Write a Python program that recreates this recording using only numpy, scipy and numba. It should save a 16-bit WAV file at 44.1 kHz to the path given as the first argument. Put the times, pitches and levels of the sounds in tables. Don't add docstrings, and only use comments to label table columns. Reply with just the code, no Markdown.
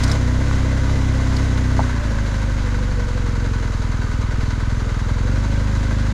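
import sys
import numpy as np
from scipy import signal
from scipy.fft import rfft, irfft, next_fast_len
from scipy.io import wavfile
from scipy.ndimage import uniform_filter1d
from numba import njit

SR = 44100
rng = np.random.default_rng(int(sys.argv[2]) if len(sys.argv) > 2 else 0)


def invert_db(x):
    u = np.asarray(x, float) / 20
    return 10 ** u


def transcribe(u):
    v = np.clip(np.atleast_2d(u).T, -1, 1)
    q = np.round(v * 32767).astype(np.int16)
    wavfile.write(sys.argv[1], SR, q)


N = 270333

# t/s, f/Hz (turns)
CRANK_SPEED = [(0, 31.25), (.25, 30.19), (.51, 32.3), (1.298, 32.12), (1.486, 31.48), (1.92, 30.83),
               (1.968, 27.6), (2.298, 25.32), (2.715, 24.11), (3.09, 23.33), (3.283, 21.84), (3.515, 21.65),
               (3.866, 20.33), (4.74, 20.69), (5.113, 20.69), (5.429, 25.14), (5.58, 25.71), (6.136, 25.48)]
# t/s, gain f/Hz (turns), half length t/s
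LURCHES = [(.133, 4.5, .061), (.446, 1.81, .065), (.93, 1.67, .042), (1.087, 1.08, .029),
           (1.433, 2.19, .035), (1.75, .67, .055), (2.423, .53, .055), (3.109, -1.33, .05),
           (3.457, .86, .065), (4.069, -.63, .028), (4.311, .24, .035), (4.921, -.45, .065)]
# t/s, load level/dB
THROTTLE = [(0, 1), (.5, -0.8), (1.3, -0.5), (1.825, 0), (1.86, 0), (2.15, -4.5), (2.5, -4), (3.08, -4.5),
            (3.2, -3), (3.5, -2), (3.65, -3.5), (4.08, -2), (4.18, -2), (5.08, -2), (5.27, -0.5),
            (5.5, -1.8), (6.13, -1.5)]
# f/Hz (turns), pumping level/dB, bark level/dB re firing, rocking level/dB
ENGINE_BY_REVS = [
    (21.5, -24, -15, -59),
    (22, -23, -13, -37),
    (24, -21.5, -10, -35),
    (25.8, -22.5, -9.5, -42),
    (32.3, -20, -7, -26),
]
# f/Hz (turns), level/dB re firing
RASP_BY_REVS = [
    (20.6, -33.5),
    (23.8, -39.5),
    (25.6, -42),
    (31.8, -28.5),
]
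# t/s, depth level/dB, half length t/s
STUMBLES = [
    (1.905, -6, .035),
    (2.022, -14, .015),
    (3.08, -3, .04),
    (4.08, -4, .05),
]
# t/s, f/Hz, level/dB
WHINE = [(0, 516, -43), (1.8, 520, -49.5), (1.93, 590, -52), (2.0, 582, -40), (2.1, 561, -41.5),
         (2.45, 531.6, -43.5), (2.7, 501, -43), (3.1, 487.5, -38.5), (3.45, 473.6, -43), (3.75, 454, -47.5),
         (3.95, 436.5, -50.5), (4.7, 448.4, -48), (5.1, 462.7, -48.5), (5.3, 499, -39), (5.42, 554, -47),
         (5.7, 544, -43.5), (6.13, 528, -47)]
# share of the two-turn cycle [1], strength level/dB, fade t/ms
VALVES = [
    (.245, 0, 12),
    (.40, -5, 4),
    (.55, -7, 5),
    (.755, -3.5, 7),
    (.93, -8, 5),
    (.09, -9, 5),
]
# f/Hz, level/dB per Hz
CASING = [(250, -10), (340, -15), (500, -8), (720, -12.5), (950, -8.5), (2150, -16), (2550, -20),
          (5500, -27), (7000, -26.5), (8000, -35.5), (10000, -39.5), (11200, -47.5), (13200, -49.5),
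          (15000, -56)]
# f/Hz, width f/Hz, level/dB, rise level/dB per turn a second
CASING_MODES = [
    (644.4, 87, -12.5, .5),
    (970, 140, -7, 0.03),
    (1512, 115, -7.5, -0.02),
    (2026, 105, -12.5, 0.29),
    (3923, 210, -19.5, -0.03),
    (4507, 72, -24.5, -0.4),
    (5100, 130, -27.5, 0),
    (6250, 600, -21.5, 0),
    (10000, 200, -42, 0.5),
]
# t/s, peak level/dB, ring f/Hz, broad crack level/dB re ping
PINGS = [(0.0, -30, 3340, -27), (0.0345, -17.5, 5100, -18), (0.077, -26, 5450, -15),
         (0.0964, -33, 5100, -12), (0.015, -33, 3500, -21), (0.114, -17, 5150, -19.5),
         (0.13, -38, 4050, -15), (1.364, -21, 4660, -28), (1.5732, -31, 2709, -32),
         (2.6625, -45, 3800, -25), (3.085, -35, 4635, -36)]
# t/s,
# peak level/dB, ring f/Hz, fade t/ms
KNOCKS = [(1.7926, -7.5, 870, .7), (1.7926, -19, 700, 2.), (1.7960, -20, 800, 1.3), (1.7928, -25, 1500, .6),
          (1.8035, -26, 1550, .6), (1.8037, -14, 900, .9), (.5122, -12.5, 1300, .28),
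          (1.7985, -20, 950, 1.2), (1.8135, -24, 800, 1.), (1.895, -26, 1500, 1.2), (1.930, -26, 1700, 1.2),
          (1.9995, -31, 1200, 1.2), (.833, -24, 1500, 1.), (.894, -26, 1000, 1.), (1.199, -23, 1060, 1.),
          (1.324, -23, 985, 1.), (.0364, -24, 5200, .4), (.0415, -27, 3000, .5), (.0795, -28, 5200, .4),
          (.098, -27, 4200, .5), (.1152, -23, 5400, .3), (.116, -21, 4000, .4), (.132, -28, 3000, .4)]

FIRST_TURN = 1.57
FIRE_DB, BARK_DB_PER_LOAD_DB = -21, -0.63
RASP_HZ, RASP_WIDTH_HZ = 370.5, 45
SIDE_BRANCH_HZ, SIDE_BRANCH_WIDTH_HZ, SIDE_BRANCH_SHARE = 164, 32, .62
WHINE_WIDTH_HZ = 26.
PUMP_GEAR_ORDER, PUMP_GEAR_WIDTH_HZ, PUMP_GEAR_DB = 61., 97, -46.5
# level/dB at 20 turns a second, rise level/dB per turn a second, opening spray level/dB
CLATTER_MID, CLATTER_TOP, CLATTER_LOW = (-34.5, 0.25, 3.7), (-43.5, 0.32, 2.9), (-36.5, 0.34, 2.4)
SPRAY_ENDS_S, SPRAY_FADE_S = 0.16, 0.025
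WIND_DB = -34


def level(x, db):
    return x * invert_db(db) / np.sqrt(np.mean(x ** 2))


def curves(table):
    s, *columns = np.transpose(table)
    return [np.interp(np.arange(N) / SR, s, c) for c in columns]


def by_revs(table, hz):
    revs, *columns = np.transpose(table)
    return [np.interp(hz, revs, c) for c in columns]


@njit
def svf(x, hz, width):
    y, b, l = np.empty(len(x)), 0., 0.
    for i in range(len(x)):
        g, k = np.tan(np.pi * hz[i] / SR), width / hz[i]
        v = (b + g * (x[i] - l)) / (1 + g * (g + k))
        b, l, y[i] = 2 * v - b, l + 2 * g * v, k * v
    return y


def band(x, hz, width):
    return svf(x, np.full(len(x), 1. * hz), 1. * width)


def cut(x, hz, kind, order=2):
    return signal.sosfilt(signal.butter(order, hz, kind, fs=SR, output="sos"), x)


def colour(x, points):
    hz, db = np.transpose(points)
    size = next_fast_len(len(x))
    bins_hz = np.arange(size // 2 + 1) * SR / size
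    gain = invert_db(np.interp(np.log(bins_hz + 1), np.log(hz), db))
    return irfft(rfft(x, size) * gain, size)[:len(x)]


def walk(rate):
    k = max(int(SR / rate), N // 399)
    held = np.repeat(rng.standard_normal(size=400), k)[:N]
    return 0.78 * uniform_filter1d(uniform_filter1d(held, k), k)


def steady(x, seconds=.3):
    return x / np.sqrt(uniform_filter1d(x ** 2, int(seconds * SR)) + 1e-12)


def crank_passes(turns, share):
    count = (turns + 1 - share).astype(int)
    return np.diff(count, prepend=count[0]) > 0


def engine(turns, hz, load_db):
    pump_db, bark_db, rock_db = by_revs(ENGINE_BY_REVS, hz)
    t = np.arange(N) / SR
    stumble_db = sum(db * np.exp(-((t - s) / half) ** 2) for s, db, half in STUMBLES)
    fire_db = FIRE_DB + load_db + .5 * stumble_db
    bark_db = bark_db + BARK_DB_PER_LOAD_DB * load_db

    whole = turns.astype(int)
    scatter = rng.standard_normal((400, 2))
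    fired = crank_passes(turns, 0)
    stroke_db = .7 * scatter[whole, 0] + .5 * (whole % 2)
    pulses = cut(fired * invert_db(stroke_db), 270, "low", order=5)
    ring = steady(band(pulses, 100.7, 36))
    ring = ring - .62 * steady(cut(band(pulses, 59.5, 16), 71, "low"))

    turned_db = 1.5 * scatter[whole, 1] - 1.3 * np.minimum(load_db + 3, 0)
    turned = crank_passes(turns, .536) * invert_db(turned_db)
    early = crank_passes(turns, .39) * (20.5 / hz) ** 4 * invert_db(2.5 * scatter[whole + 1, 1])
    back = cut(turned + .5 * early, 270, "low", order=5)
    bark = steady(svf(pulses + 1.1 * back, 177 + 2.15 * hz, 54.)) * invert_db(.9 * walk(30))

    struck = fired * invert_db(2 * scatter[whole + 2, 0]) + .8 * turned * invert_db(-4 * (whole % 2))
    rasp = band(band(struck, RASP_HZ, RASP_WIDTH_HZ), RASP_HZ, 2 * RASP_WIDTH_HZ)
    rasp = steady(rasp) * invert_db(by_revs(RASP_BY_REVS, hz)[0])
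    flutter = steady(band(band(rng.standard_normal(N), 238, 160), 140, 170))
    exhaust = ring + rasp * invert_db(-load_db) + invert_db(bark_db) * (bark + invert_db(-8) * flutter)

    angle = 2 * np.pi * (turns - .0099 * hz)
    push = np.exp(.87 * np.cos(2 * angle)) - np.i0(.87)
    push = steady(push * invert_db(.7 * walk(27)))
    pump_db = pump_db + stumble_db * (.5 + .5 * np.cos(angle))
    rock = np.sqrt(2) * np.cos(2 * np.pi * turns - 5.)

    whole_note = invert_db(pump_db) * push + invert_db(rock_db) * rock + invert_db(fire_db) * exhaust
    return whole_note - SIDE_BRANCH_SHARE * band(whole_note, SIDE_BRANCH_HZ, SIDE_BRANCH_WIDTH_HZ)


def whine(turns, hz):
    mesh_hz, mesh_db = curves(WHINE)
    phase = 2 * np.pi * np.cumsum(mesh_hz) / SR + 1.4 * walk(30) + .9 * np.sin(np.pi * turns)
    waver_db = 2.2 * walk(18) + 4 * np.cos(np.pi * turns - 1.3)
    line = np.sqrt(2) * np.sin(phase) * invert_db(waver_db)
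    smear = svf(rng.standard_normal(N), mesh_hz, WHINE_WIDTH_HZ)
    whir = svf(rng.standard_normal(N), PUMP_GEAR_ORDER * hz, PUMP_GEAR_WIDTH_HZ)
    clean = np.clip((31 - hz) / 3, .25, 1)
    mesh = clean * line + level(smear, -9) / clean
    return invert_db(mesh_db) * mesh + level(whir, PUMP_GEAR_DB)


def valve_beats(turns, hz):
    chance = rng.standard_normal((200, len(VALVES)))
    beat = 0
    for k, (share, db, fade_ms) in enumerate(VALVES):
        cycle = turns / 2 - share + 1
        since_ms = (cycle % 1) * 2000 / hz
        beat = beat + invert_db(db + .7 * chance[cycle.astype(int), k]) * np.exp(-since_ms / fade_ms)
    contrast = (21 / hz) ** 1.3
    return uniform_filter1d(beat, 110) * contrast, uniform_filter1d(beat, 380) * contrast


def clatter(turns, hz):
    crisp, beat = valve_beats(turns, hz)
    rattle = rng.standard_normal(N) * (1 + beat) * invert_db(.6 * walk(12))
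    grain_db = 3.0 * np.minimum(rng.exponential(size=N), 1.5)
    grains = (rng.random(N) < 400 / SR) * rng.standard_normal(N) * invert_db(grain_db)
    crunch = level(uniform_filter1d(grains, size=5), -17)
    body = level(colour(level(rattle, 0) + crunch, CASING), 0)

    ticks = (rng.random(N) < 3000 / SR) * np.clip(rng.standard_normal(N), -1.2, 1.2)
    for mode_hz, width, db, rise in CASING_MODES:
        shaken = ticks * (.12 + crisp if mode_hz < 4700 else .25 + beat)
        mode = band(band(shaken, mode_hz, width), mode_hz, 3 * width)
        body = body + level(mode, db) * invert_db(rise * (hz - 26.5))

    spray = .5 - .5 * np.tanh((np.arange(N) / SR - SPRAY_ENDS_S) / SPRAY_FADE_S)
    mid_db, top_db, low_db = (db + per_hz * (hz - 20) + spray_db * spray
                              for db, per_hz, spray_db in (CLATTER_MID, CLATTER_TOP, CLATTER_LOW))
    low = cut(body, 784, "low", order=3)
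    mid = cut(cut(body, 698, "high", order=3), 2730, "low", order=3)
    top = cut(body, 2930, "high", order=3)
    out = level(mid, 0.99) * invert_db(mid_db)
    out = out + level(top, 1) * invert_db(top_db + .5 * walk(12))
    return out + level(low, -0.12) * invert_db(low_db + 1.9 * walk(19))


def stones():
    out, t = np.zeros(N + 2048), np.arange(2048) / SR
    for s, db, hz, crack_db in PINGS:
        scrape = rng.standard_normal(2048) * (t / .0035) * np.exp(1 - t / .0035)
        crack = band(band(scrape, 6000, 4000), 7650, 3300)
        ping = band(band(scrape, hz, 1300), hz, 4200) + invert_db(crack_db + 9.5) * crack
        out[int(s * SR):][:2048] += invert_db(db) * ping / np.abs(ping).max()
    for s, db, hz, fade_ms in KNOCKS:
        swing = 1000 * t / fade_ms
        out[int(s * SR):][:2048] -= invert_db(db) * np.sin(2 * np.pi * hz * t) * swing * np.exp(1 - swing)
    return out[:N]


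def wind():
    gusts = band(band(rng.standard_normal(N), 12, 10), 12, 14) * invert_db(3.0 * walk(3))
    bumps = band(band(rng.standard_normal(N), 90, 100), 90, 100)
    return level(gusts, WIND_DB) + level(bumps, WIND_DB - 6)


def scene():
    t = np.arange(N) / SR
    lurch_hz = sum(gain_hz * np.exp(-((t - s) / half) ** 2) for s, gain_hz, half in LURCHES)
    hz = curves(CRANK_SPEED)[0] + lurch_hz
    load_db = curves(THROTTLE)[0]
    turns = FIRST_TURN + np.cumsum(hz) / SR
    mix = engine(turns, hz, load_db) + whine(turns, hz) + clatter(turns, hz) + stones() + wind()
    return mix[None]


def low_pass(x):
    return signal.sosfilt(signal.butter(12, 15090, fs=SR, output="sos"), x)


def record(dry):
    fade = np.minimum((N - np.arange(N)) / (.008 * SR), 1)
    mix = cut(dry, 14000, "low", order=8) * fade
    return low_pass(mix)


dry = scene()
out = record(dry)
transcribe(out)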